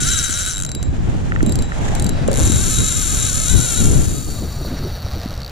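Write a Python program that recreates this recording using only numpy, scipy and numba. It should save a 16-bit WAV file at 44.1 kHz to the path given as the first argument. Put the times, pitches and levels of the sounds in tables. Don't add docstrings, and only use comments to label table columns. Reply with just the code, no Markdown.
import sys
import numpy as np
from scipy import signal
from scipy.fft import rfft, irfft
from scipy.io import wavfile
from scipy.ndimage import uniform_filter1d
from numba import njit

SR = 44100
rng = np.random.default_rng(int(sys.argv[2]) if len(sys.argv) > 2 else 0)


def bounce(signal):
    frames = np.transpose(np.atleast_2d(signal))
    limited = np.clip(frames, -1, 1)
    pcm = np.round(limited * 32767).astype(np.int16)
    wavfile.write(sys.argv[1], SR, pcm)


N = 242972
TIME = np.arange(N) / SR
SIDE = np.array([[1], [-1]])


def undb(db):
    return 10 ** (np.asarray(db) / 20)


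def curve(rows, column=1):
    rows = np.array(rows)
    return np.interp(TIME, rows[:, 0], rows[:, column])


def ramp(start_s, length_s):
    return np.clip((TIME - start_s) / length_s, 0, 1)


def walk(rate_hz):
    hold = int(SR / rate_hz)
    steps = rng.standard_normal(4096)[np.arange(N) // hold % 4096]
    return 1.3 * uniform_filter1d(uniform_filter1d(steps, hold), hold)


def noise(spectrum, correlation):
    hz, db = np.transpose(spectrum)
    gain = undb(np.interp(np.log(np.arange(N // 2 + 1) * SR / N + 1), np.log(hz), db))
    mid, side = irfft(rfft(rng.standard_normal((2, N))) * gain, N)
    ports = np.sqrt(1 + correlation) * mid + np.sqrt(1 - correlation) * side * SIDE
    return ports / np.sqrt(np.mean(ports ** 2))


def impulses(times_s, sizes):
    at = np.asarray(times_s)[:, None] * SR
    index = np.floor(at).astype(int) + np.arange(-7, 9)
    pulses = np.asarray(sizes)[:, None] * np.sinc(index - at) * np.sinc((index - at) / 8)
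    out = np.zeros(N)
    np.add.at(out, np.clip(index, 0, N - 1), pulses)
    return out


def convolve(x, response):
    return signal.fftconvolve(np.atleast_2d(x), np.atleast_2d(response), axes=1)[:, :N]


def resonate(x, resonances, size=2048):
    hz = np.arange(size // 2 + 1) * SR / size
    power = sum(undb([[left_db], [right_db]]) ** 2 / (1 + 2 * ((hz - freq_hz) / width_hz) ** 2) ** 3
                for freq_hz, width_hz, left_db, right_db in resonances)
    cepstrum = irfft(np.log(power / power.mean() + 1e-7) / 2)
    cepstrum[:, 1:size // 2] *= 2
    cepstrum[:, size // 2 + 1:] = 0
    return convolve(x, irfft(np.exp(rfft(cepstrum))))


@njit
def band_pass(x, centre_hz, width_hz):
    out, band_state, low_state = np.empty(len(x)), 0., 0.
    for i in range(len(x)):
        gain, damping = np.tan(np.pi * centre_hz[i] / SR), width_hz / centre_hz[i]
        band = (band_state + gain * (x[i] - low_state)) / (1 + gain * (gain + damping))
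        band_state, low_state = 2 * band - band_state, low_state + 2 * gain * band
        out[i] = damping * band
    return out


# time_s, level_db
WASH_LEVEL = [(0, -42.5), (.7, -40.5), (1.1, -40.5), (2.2, -33), (2.75, -39), (3.6, -36.5), (3.93, -36.5),
              (4.27, -41), (4.65, -35), (5.15, -34), (5.51, -36.5)]
# freq_hz, level_db
WASH_SPECTRUM = [(200, -58), (420, 3), (600, 7.5), (800, 7), (1050, -0.5), (1500, -1.5), (2400, -8),
                 (4000, -11), (7000, -16.5), (10000, -26), (15000, -44)]
def shore():
    return noise(WASH_SPECTRUM, correlation=.5) * undb(curve(WASH_LEVEL) + .7 * walk(11) + 1.6 * walk(45))


# time_s, strength_db, left_minus_right_db
WIND_GUSTS = [(0, -21, -8), (.35, -26.5, -1), (.78, -24.5, -2), (.9, -21, -2), (1.08, -16.5, 5),
              (1.2, -20.5, -2), (1.47, -11.5, -0.5), (1.63, -20, 3), (1.88, -17, -3), (2.03, -17, 4),
              (2.3, -18.5, 2.5), (2.56, -15, 6), (2.8, -19, -4), (3, -22.5, 2.5), (3.43, -21.5, -1.5),
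              (3.55, -17, 14.5), (3.67, -25, 1), (3.8, -13.5, 8), (4.02, -16.5, 7), (4.25, -21.5, 3.5),
              (4.85, -24.5, 12), (5.51, -31, 12.5)]
# peak_s, half_length_s, level_db
WIND_BUFFETS = [(1.49, .035, -21), (3.9, 0.12, -23), (3.997, .012, -35), (4.145, 0.0085, -23),
                (4.287, 0.011, -23), (4.433, 0.026, -22.5), (4.616, 0.014, -24), (4.668, 0.013, -26),
                (4.735, 0.024, -23), (4.859, 0.029, -23), (5.169, 0.0091, -22)]
# freq_hz, level_db
RUMBLE_SPECTRUM = [(4, -29), (14, 3), (25, -2), (45, -1), (62, -2), (100, -3), (140, -6.5), (200, -17.5),
                   (320, -25.5), (700, -98)]
FLUTTER_SPECTRUM = [(80, -2), (150, 3.5), (240, 1.5), (330, -3), (480, -10.5), (700, -23), (1200, -26.5),
                    (3000, -32), (8000, -70), (14000, -72)]
BUFFET_SPECTRUM = [(70, -7), (170, 5.5), (280, 2.5), (420, -2), (600, -7.5), (900, -19), (2500, -71),
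                   (10000, -70)]
def wind(flutter_db_per_gust_db=1.308):
    gust_db = curve(WIND_GUSTS) + 1.5 * walk(21)
    pan_db = curve(WIND_GUSTS, column=2) * SIDE / 2
    rumble = noise(RUMBLE_SPECTRUM, correlation=.0093) * undb(gust_db + pan_db + .87 * walk(30))
    flutter_db = -2 + flutter_db_per_gust_db * gust_db + .38 * pan_db + 2.2 * walk(70)
    flutter = noise(FLUTTER_SPECTRUM, correlation=.015) * undb(flutter_db)
    bursts = sum(undb(level_db) * np.exp(-((TIME - peak_s) / half_length_s) ** 2)
                 for peak_s, half_length_s, level_db in WIND_BUFFETS)
    return rumble + flutter + bursts * noise(BUFFET_SPECTRUM, correlation=.081)


# peak_s, rise_s, fall_s, level_db
SLEEVE_SWISHES = [(1.1, .25, 1, -44), (1.921, 0.17, 0.1, -34.5), (2.38, 0.13, 0.1, -36)]
# freq_hz, level_db
CLOTH_SPECTRUM = [(500, -11), (1000, -25), (1600, 13.5), (2600, 6.5), (3600, 4.5), (4700, -6), (5800, 2),
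                  (7200, 7), (8500, -4), (11000, -11), (15000, -32)]
RUB_SPECTRUM = [(200, 8), (450, 8), (800, 15), (1400, -0.5), (3000, -42)]
def sleeve():
    swell = sum(undb(level_db) * np.exp(-((TIME - peak_s) / np.where(TIME < peak_s, rise_s, fall_s)) ** 2)
                for peak_s, rise_s, fall_s, level_db in SLEEVE_SWISHES)
    hiss = noise(CLOTH_SPECTRUM, correlation=0) * undb(2.5 * walk(120))
    rub = noise(RUB_SPECTRUM, correlation=.3) * undb(4 + 1.8 * walk(50))
    return swell * (hiss + rub)


# freq_hz, level_db
KNOCK_RING_SPECTRUM = [(200, -31), (380, -3), (560, 9), (800, -19), (1200, -33), (5000, -56)]
def hollow_knock(knock_s=2.275, decay_s=.081):
    age = np.maximum(TIME - knock_s, 0) / decay_s
    envelope = np.minimum(10 * age, 1) * np.exp(-age)
    return noise(KNOCK_RING_SPECTRUM, correlation=.64) * undb(-21.5 + 4.2 * walk(80)) * envelope


def thuds(rows, rise_cycles, right_gain, right_lag_rad):
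    out = np.zeros((2, N))
    for start_s, level_db, pitch_hz in rows:
        start = int(start_s * SR)
        cycles = TIME[:min(SR // 4, N - start)] * pitch_hz
        swell = cycles / rise_cycles * np.exp(1 - cycles / rise_cycles)
        phase = 2 * np.pi * cycles
        ports = np.array([np.sin(phase), right_gain * np.sin(phase - right_lag_rad)])
        out[:, start:start + len(cycles)] += undb(level_db) * swell * ports
    return out


# start_s, level_db, pitch_hz
HAND_KNOCKS = [(0.02, -18, 252), (0.295, -21.5, 260), (0.761, -19.5, 314), (0.798, -27, 960),
               (1.43, -3, 282), (1.474, -11, 231), (1.897, -18, 424), (2.285, -2.5, 530), (2.498, -8, 270),
               (4.649, -13, 657), (4.727, -16.5, 325), (5.066, -18, 690), (5.258, -14, 220)]
CAMERA_BUMPS = [(.885, -8, 65.1), (1.331, -28, 69), (2.43, -9.5, 74), (2.778, -8.5, 63), (3.238, -13.5, 93),
                (3.504, -8.5, 91), (4.841, -10, 93.55), (5.046, -10, 85), (5.13, -17, 76),
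                (5.237, -14.5, 84.6), (5.375, -12.5, 69.8)]
# start_s, strength_db
FITTING_TAPS = [(1.3207, 5.5), (1.3614, 4), (1.4062, 1), (1.72, 1), (5.086, -8)]
# freq_hz, width_hz, left_db, right_db
FITTING_RESONANCES = [(1390, 350, 8, 5), (1830, 350, 5.5, 9), (2560, 1020, -36, -7.5)]
def handling():
    knocks = thuds(HAND_KNOCKS, rise_cycles=.47, right_gain=1, right_lag_rad=.53)
    bumps = thuds(CAMERA_BUMPS, rise_cycles=.49, right_gain=.58, right_lag_rad=.99)
    start_s, strength_db = np.transpose(FITTING_TAPS)
    return knocks + bumps + resonate(impulses(start_s, undb(strength_db)), FITTING_RESONANCES)


TEETH_PER_TURN = 18
def turns(run):
    return np.cumsum(curve(run) * (TIME >= run[0][0])) / SR / TEETH_PER_TURN


def teeth(run, speed_hz, ripple, flutter, jitter, wear_db=1.2, scatter_db=1.7):
    unsteady = ripple * np.sin(2 * np.pi * turns(run)) + flutter * walk(90)
    running = (TIME >= run[0][0]) & (TIME <= run[-1][0])
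    passed = np.cumsum(speed_hz * (1 + unsteady) * running) / SR
    tooth = np.arange(1, int(passed[-1]) + 1)
    time_error, size_error = rng.standard_normal((2048, 2))[:len(tooth)].T
    wear = rng.permutation(np.linspace(-1, 1, TEETH_PER_TURN))[tooth % TEETH_PER_TURN]
    times_s = np.interp(tooth, passed, TIME)
    period_s = 1 / np.interp(times_s, TIME, speed_hz)
    size_db = wear_db * wear + scatter_db * (size_error + .4 * np.interp(times_s, TIME, walk(60)))
    sizes = np.sqrt(period_s * SR) * undb(size_db)
    return times_s + jitter * period_s * time_error, sizes


def rattle(decay_s, apart_hz, size=1024):
    common, left, right = rfft(rng.standard_normal((3, size)) * np.exp(-TIME[:size] / decay_s))
    hz = np.arange(size // 2 + 1) * SR / size
    spectrum = common + np.array([left, right]) * (hz / apart_hz) ** 2
    return irfft(spectrum / np.abs(spectrum))[:, :size // 2]


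def pawl(times_s, sizes, chatter_db, chatter_s):
    blows = impulses(times_s, sizes)
    age = 2 * TIME[:SR // 40] / chatter_s
    bounces = (1 - np.exp(-3 * age)) * np.exp(-age)
    envelope = np.sqrt(np.maximum(convolve(blows ** 2, bounces / bounces.sum()), 0))
    chatter = envelope * noise([(1450, -9), (2200, 3), (3200, -2), (6000, -1), (12000, 1)], .35)
    snaps = convolve(blows, rattle(decay_s=.0009, apart_hz=9000))
    return (snaps + undb(chatter_db) * chatter) / np.hypot(1, undb(chatter_db))


def force(run, level_db, db_per_doubling, reference_hz=400):
    return undb(level_db + db_per_doubling * np.log2(curve(run) / reference_hz))


def glide(ports, turn, from_hz, to_hz, width_hz):
    phase = turn % 1
    centre_hz = from_hz * (to_hz / from_hz) ** phase
    return np.sin(np.pi * phase) * np.array([band_pass(port, centre_hz, float(width_hz)) for port in ports])


def swirl(snaps, turn, from_hz, to_hz, width_hz, peak_db):
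    peak = (undb(peak_db) - 1) * glide(snaps, turn, from_hz, to_hz, width_hz)
    dip = .35 * glide(snaps, turn + .5, from_hz, to_hz, 2 * width_hz)
    swept = snaps + peak - dip
    middle_hz = np.full(N, np.sqrt(from_hz * to_hz))
    band = np.array([band_pass(port, middle_hz, .7 * abs(from_hz - to_hz)) for port in swept])
    return swept - .17 * band


# freq_hz, t60_s, left_db, right_db
SPOOL_MODES = [(3885, 0.65, -7, -8.5), (3924, 0.22, -9.5, -14.5), (7285, 0.27, -7.5, -43),
               (7377, 0.21, -9.5, -8)]
def spool_ring(damping, upper_db, tuning=1):
    age_s, out = TIME[:SR // 2], 0
    for freq_hz, t60_s, left_db, right_db in SPOOL_MODES:
        ring = np.sin(2 * np.pi * freq_hz * tuning * age_s) * undb(-60 * damping * age_s / t60_s)
        gain = undb(np.array([[left_db], [right_db]]) + upper_db * (freq_hz > 5000))
        out = out + gain * ring / np.linalg.norm(ring)
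    return out


# start_s, snap_db, ring_db, spring_re_snap_db, edge_re_snap_db
CREEP_TEETH = [(0.6634, -5, -1.5, -22, -6), (0.6912, -2.5, -2.5, -20, -14), (0.716, 1, -8, -12, -15),
               (0.7493, 0.5, -3.5, -10, -6), (0.8277, 0, -4, -17, -7.5), (1.4281, -5, -12, -10, -6),
               (1.463, -7, -2, -9, 1), (1.494, -5.5, -4, -6, -4), (1.522, 0, -3, -11, -4),
               (1.5554, -1, -12, -11, -4), (1.5888, -5.5, -5, 1, -2), (1.6224, -3.5, -2, -13, -7),
               (1.951, -0.5, -6, -23, -3), (1.9973, 2, -5, -20, -7), (2.023, 0, -12, -16, -3),
               (2.0436, -2.5, -6, -14, 5), (2.0649, 0, -7, -4, -8), (2.092, 0.5, -12.5, -14, -10),
               (2.278, -1, -9, -12, -26), (2.315, -1, -9, -14, -21), (2.33, -1, -6, -14, -2)]
# freq_hz, width_hz, left_db, right_db
REEL_OVERHEAD = [(1462, 286, -1.5, -5), (1850, 1150, -19, -20), (3200, 960, -17.5, -14.5),
                 (4360, 650, -12, -14), (5720, 990, -9, -18), (6150, 920, -5, -9.5), (6900, 510, -5, -11),
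                 (7640, 580, -2.5, -27.5), (9000, 780, -10.5, -7.5), (9620, 240, -24, -8),
                 (10460, 410, -8, -9.5), (12500, 900, -68, -36), (13300, 400, -18, -24),
                 (14550, 340, -36, -21)]
REEL_AHEAD = [(1454, 550, -10, -14), (2040, 1500, -22, -21.5), (3350, 860, -16.5, -15),
              (4380, 540, -14, -15.5), (5830, 1240, -10.5, -21), (6160, 320, -7, -13), (6640, 320, -6, -29),
              (7240, 810, 0, -7), (9050, 1600, -13, -11), (9630, 570, -20, -11), (10600, 420, -10, -19),
              (11380, 270, -13.5, -16.5), (12470, 660, -30, -19.5), (14580, 280, -17, -26)]
SPRING_PING = [(4500, 330, -1, -6), (4540, 125, 10, 2), (5430, 2700, -20, -16)]
SNAP_EDGE = [(8070, 2030, 11.5, 5), (11100, 4900, -6, -3)]
def creep(rod_lowered_s=1):
    start_s, snap_db, ring_db, spring_db, edge_db = np.transpose(CREEP_TEETH)
    clicks = pawl(start_s, undb(snap_db), chatter_db=8, chatter_s=.0017)
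    nearest = np.searchsorted((start_s[1:] + start_s[:-1]) / 2, TIME)
    raised = TIME < rod_lowered_s
    overhead = undb(-1.5) * resonate(clicks * raised, REEL_OVERHEAD)
    ahead = undb(.5) * resonate(clicks * ~raised, REEL_AHEAD)
    ping = resonate(clicks * undb(spring_db)[nearest], SPRING_PING)
    edge = resonate(clicks * undb(edge_db)[nearest], SNAP_EDGE)
    ring = convolve(impulses(start_s, undb(ring_db + 1)), spool_ring(1.15, upper_db=3, tuning=1.006))
    return overhead + ahead + ping + edge + ring


# time_s, tooth_rate_hz
FIRST_SPEED = [(0, 304.4), (.02, 274.6), (.06, 328), (.078, 328.8), (.105, 398.5), (.135, 377.6),
               (.16, 325.7), (.2, 294.1), (.25, 239.5), (.3, 196), (.355, 243.3), (.385, 237.5),
               (.43, 176.5), (.48, 213.7), (.51, 184.6), (.56, 97.74), (.61, 95.1), (.65, 57.54)]
# time_s, relative_db
RING_LEVEL = [(0, 1), (.07, -3), (.15, 6), (.22, -1), (.3, -2.5), (.46, 1), (.51, -3), (.57, 4.5),
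              (.63, -3), (2.4, -8.5), (2.53, -4.5), (2.58, -5), (2.7, -15), (2.76, -6.5), (2.93, -4.5),
              (3.02, -9), (3.16, -12), (3.23, -2.5), (3.3, -13), (3.44, -12), (3.5, -0.5), (3.6, -11),
              (3.71, -12), (3.77, -9), (3.86, -16)]
def first_run(start_turn=.061):
    passing = teeth(FIRST_SPEED, curve(FIRST_SPEED), ripple=.03, flutter=.011, jitter=.01)
    snaps = pawl(*passing, chatter_db=1.5, chatter_s=.0026)
    snaps *= force(FIRST_SPEED, level_db=-19, db_per_doubling=4)
    turn = turns(FIRST_SPEED) + start_turn
    buzz = swirl(snaps, turn, from_hz=8800, to_hz=4600, width_hz=550, peak_db=7.5)
    ring = undb(curve(RING_LEVEL)) * convolve(snaps[0], spool_ring(damping=1.35, upper_db=-1.5))
    return resonate(buzz, REEL_OVERHEAD) + ring


def line_brake(depth=.22, every_s=.13, tight_s=2.665, end_s=3.44, fade_s=.17):
    tight = np.cos(np.pi * (TIME - tight_s) / every_s) ** 4
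    return 1 - depth * tight * (1 - ramp(end_s - fade_s, fade_s))


# time_s, tooth_rate_hz
LONG_SPEED = [(2.33, 88), (2.4, 185), (2.46, 262), (2.54, 310), (2.6, 385), (2.74, 436), (3, 422),
              (3.27, 420), (3.4, 436), (3.46, 428), (3.49, 490), (3.55, 512), (3.595, 465), (3.64, 500),
              (3.665, 465), (3.71, 474), (3.745, 430), (3.79, 498), (3.83, 436), (3.87, 470), (3.91, 430),
              (3.95, 500), (4, 434), (4.035, 480), (4.095, 412), (4.12, 465), (4.16, 410), (4.2, 434),
              (4.265, 405), (4.325, 465), (4.355, 390), (4.41, 378), (4.45, 315), (4.48, 320), (4.53, 282),
              (4.59, 316), (4.62, 294), (4.655, 302), (4.77, 218), (4.88, 214), (4.98, 178), (5.02, 148),
              (5.22, 120), (5.35, 84), (5.51, 53)]
# freq_hz, width_hz, left_db, right_db
REEL_MUTED = [(1270, 370, -22, -3), (2120, 880, -24, -25), (3500, 310, -18, -15), (3860, 110, -1.5, 0.5),
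              (4446, 520, -2, -5), (5690, 440, -4, -3.5), (7160, 550, -25, -35), (9460, 710, -15, -15.5),
              (11000, 1440, -19, -22), (12400, 2200, -21, -16.5), (14650, 370, -1, -12)]
DRAG_WHINE = [(1668, 350, 0, -4.5)]
def long_run(start_turn=.29, mute_s=3.79, mute_db_per_s=28):
    speed_hz = curve(LONG_SPEED) * line_brake()
    turn = turns(LONG_SPEED) + start_turn
    passing = teeth(LONG_SPEED, speed_hz, ripple=.028, flutter=.007, jitter=.004)
    bright = pawl(*passing, chatter_db=-4.5, chatter_s=.002)
    bright *= force(LONG_SPEED, level_db=-20.5, db_per_doubling=3)
    bright *= undb(-mute_db_per_s * np.maximum(TIME - mute_s, 0))
    muted = pawl(*passing, chatter_db=-5, chatter_s=.0016)
    muted *= force(LONG_SPEED, level_db=-36.5, db_per_doubling=2) * ramp(mute_s, length_s=.35)
    ring = undb(curve(RING_LEVEL) - 2) * convolve(bright[0], spool_ring(damping=2.8, upper_db=2))
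    flickering = muted * undb(3 * walk(70))
    spring = glide(flickering, turn + .15 * walk(40), from_hz=5200, to_hz=4050, width_hz=240)
    spring *= undb(12) * ramp(start_s=4.5, length_s=.86)
    buzz = swirl(bright, 2 * turn + .12 * walk(30), from_hz=11500, to_hz=4200, width_hz=600, peak_db=6.5)
    rasp = swirl(muted, turn + .5, from_hz=7000, to_hz=4800, width_hz=400, peak_db=5)
    whine = undb(-16) * resonate(buzz, DRAG_WHINE)
    return resonate(buzz, REEL_AHEAD) + resonate(rasp, REEL_MUTED) + whine + ring + spring


def scene():
    return first_run() + creep() + long_run() + wind() + hollow_knock() + shore() + sleeve() + handling()


def narrow(ports, below_hz=6900, side_db=-35):
    side = (ports[0] - ports[1]) / 2
    low_side = signal.sosfiltfilt(signal.butter(4, below_hz, fs=SR, output="sos"), side)
    width = undb(side_db * ramp(start_s=4.145, length_s=.88))
    return ports - (1 - width) * low_side * SIDE


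def record(dry):
    cavity_hz, top_hz = 880, 15250
    cavity = signal.lfilter(*signal.iirpeak(cavity_hz, Q=1.5, fs=SR), dry[1])
    ports = narrow(np.array([dry[0], dry[1] - 2 * cavity]))
    low_pass = signal.ellip(8, .2, 80, top_hz, fs=SR, output="sos")
    return signal.sosfilt(low_pass, np.clip(ports, -.9, .9))


dry = scene()
out = record(dry)
bounce(out)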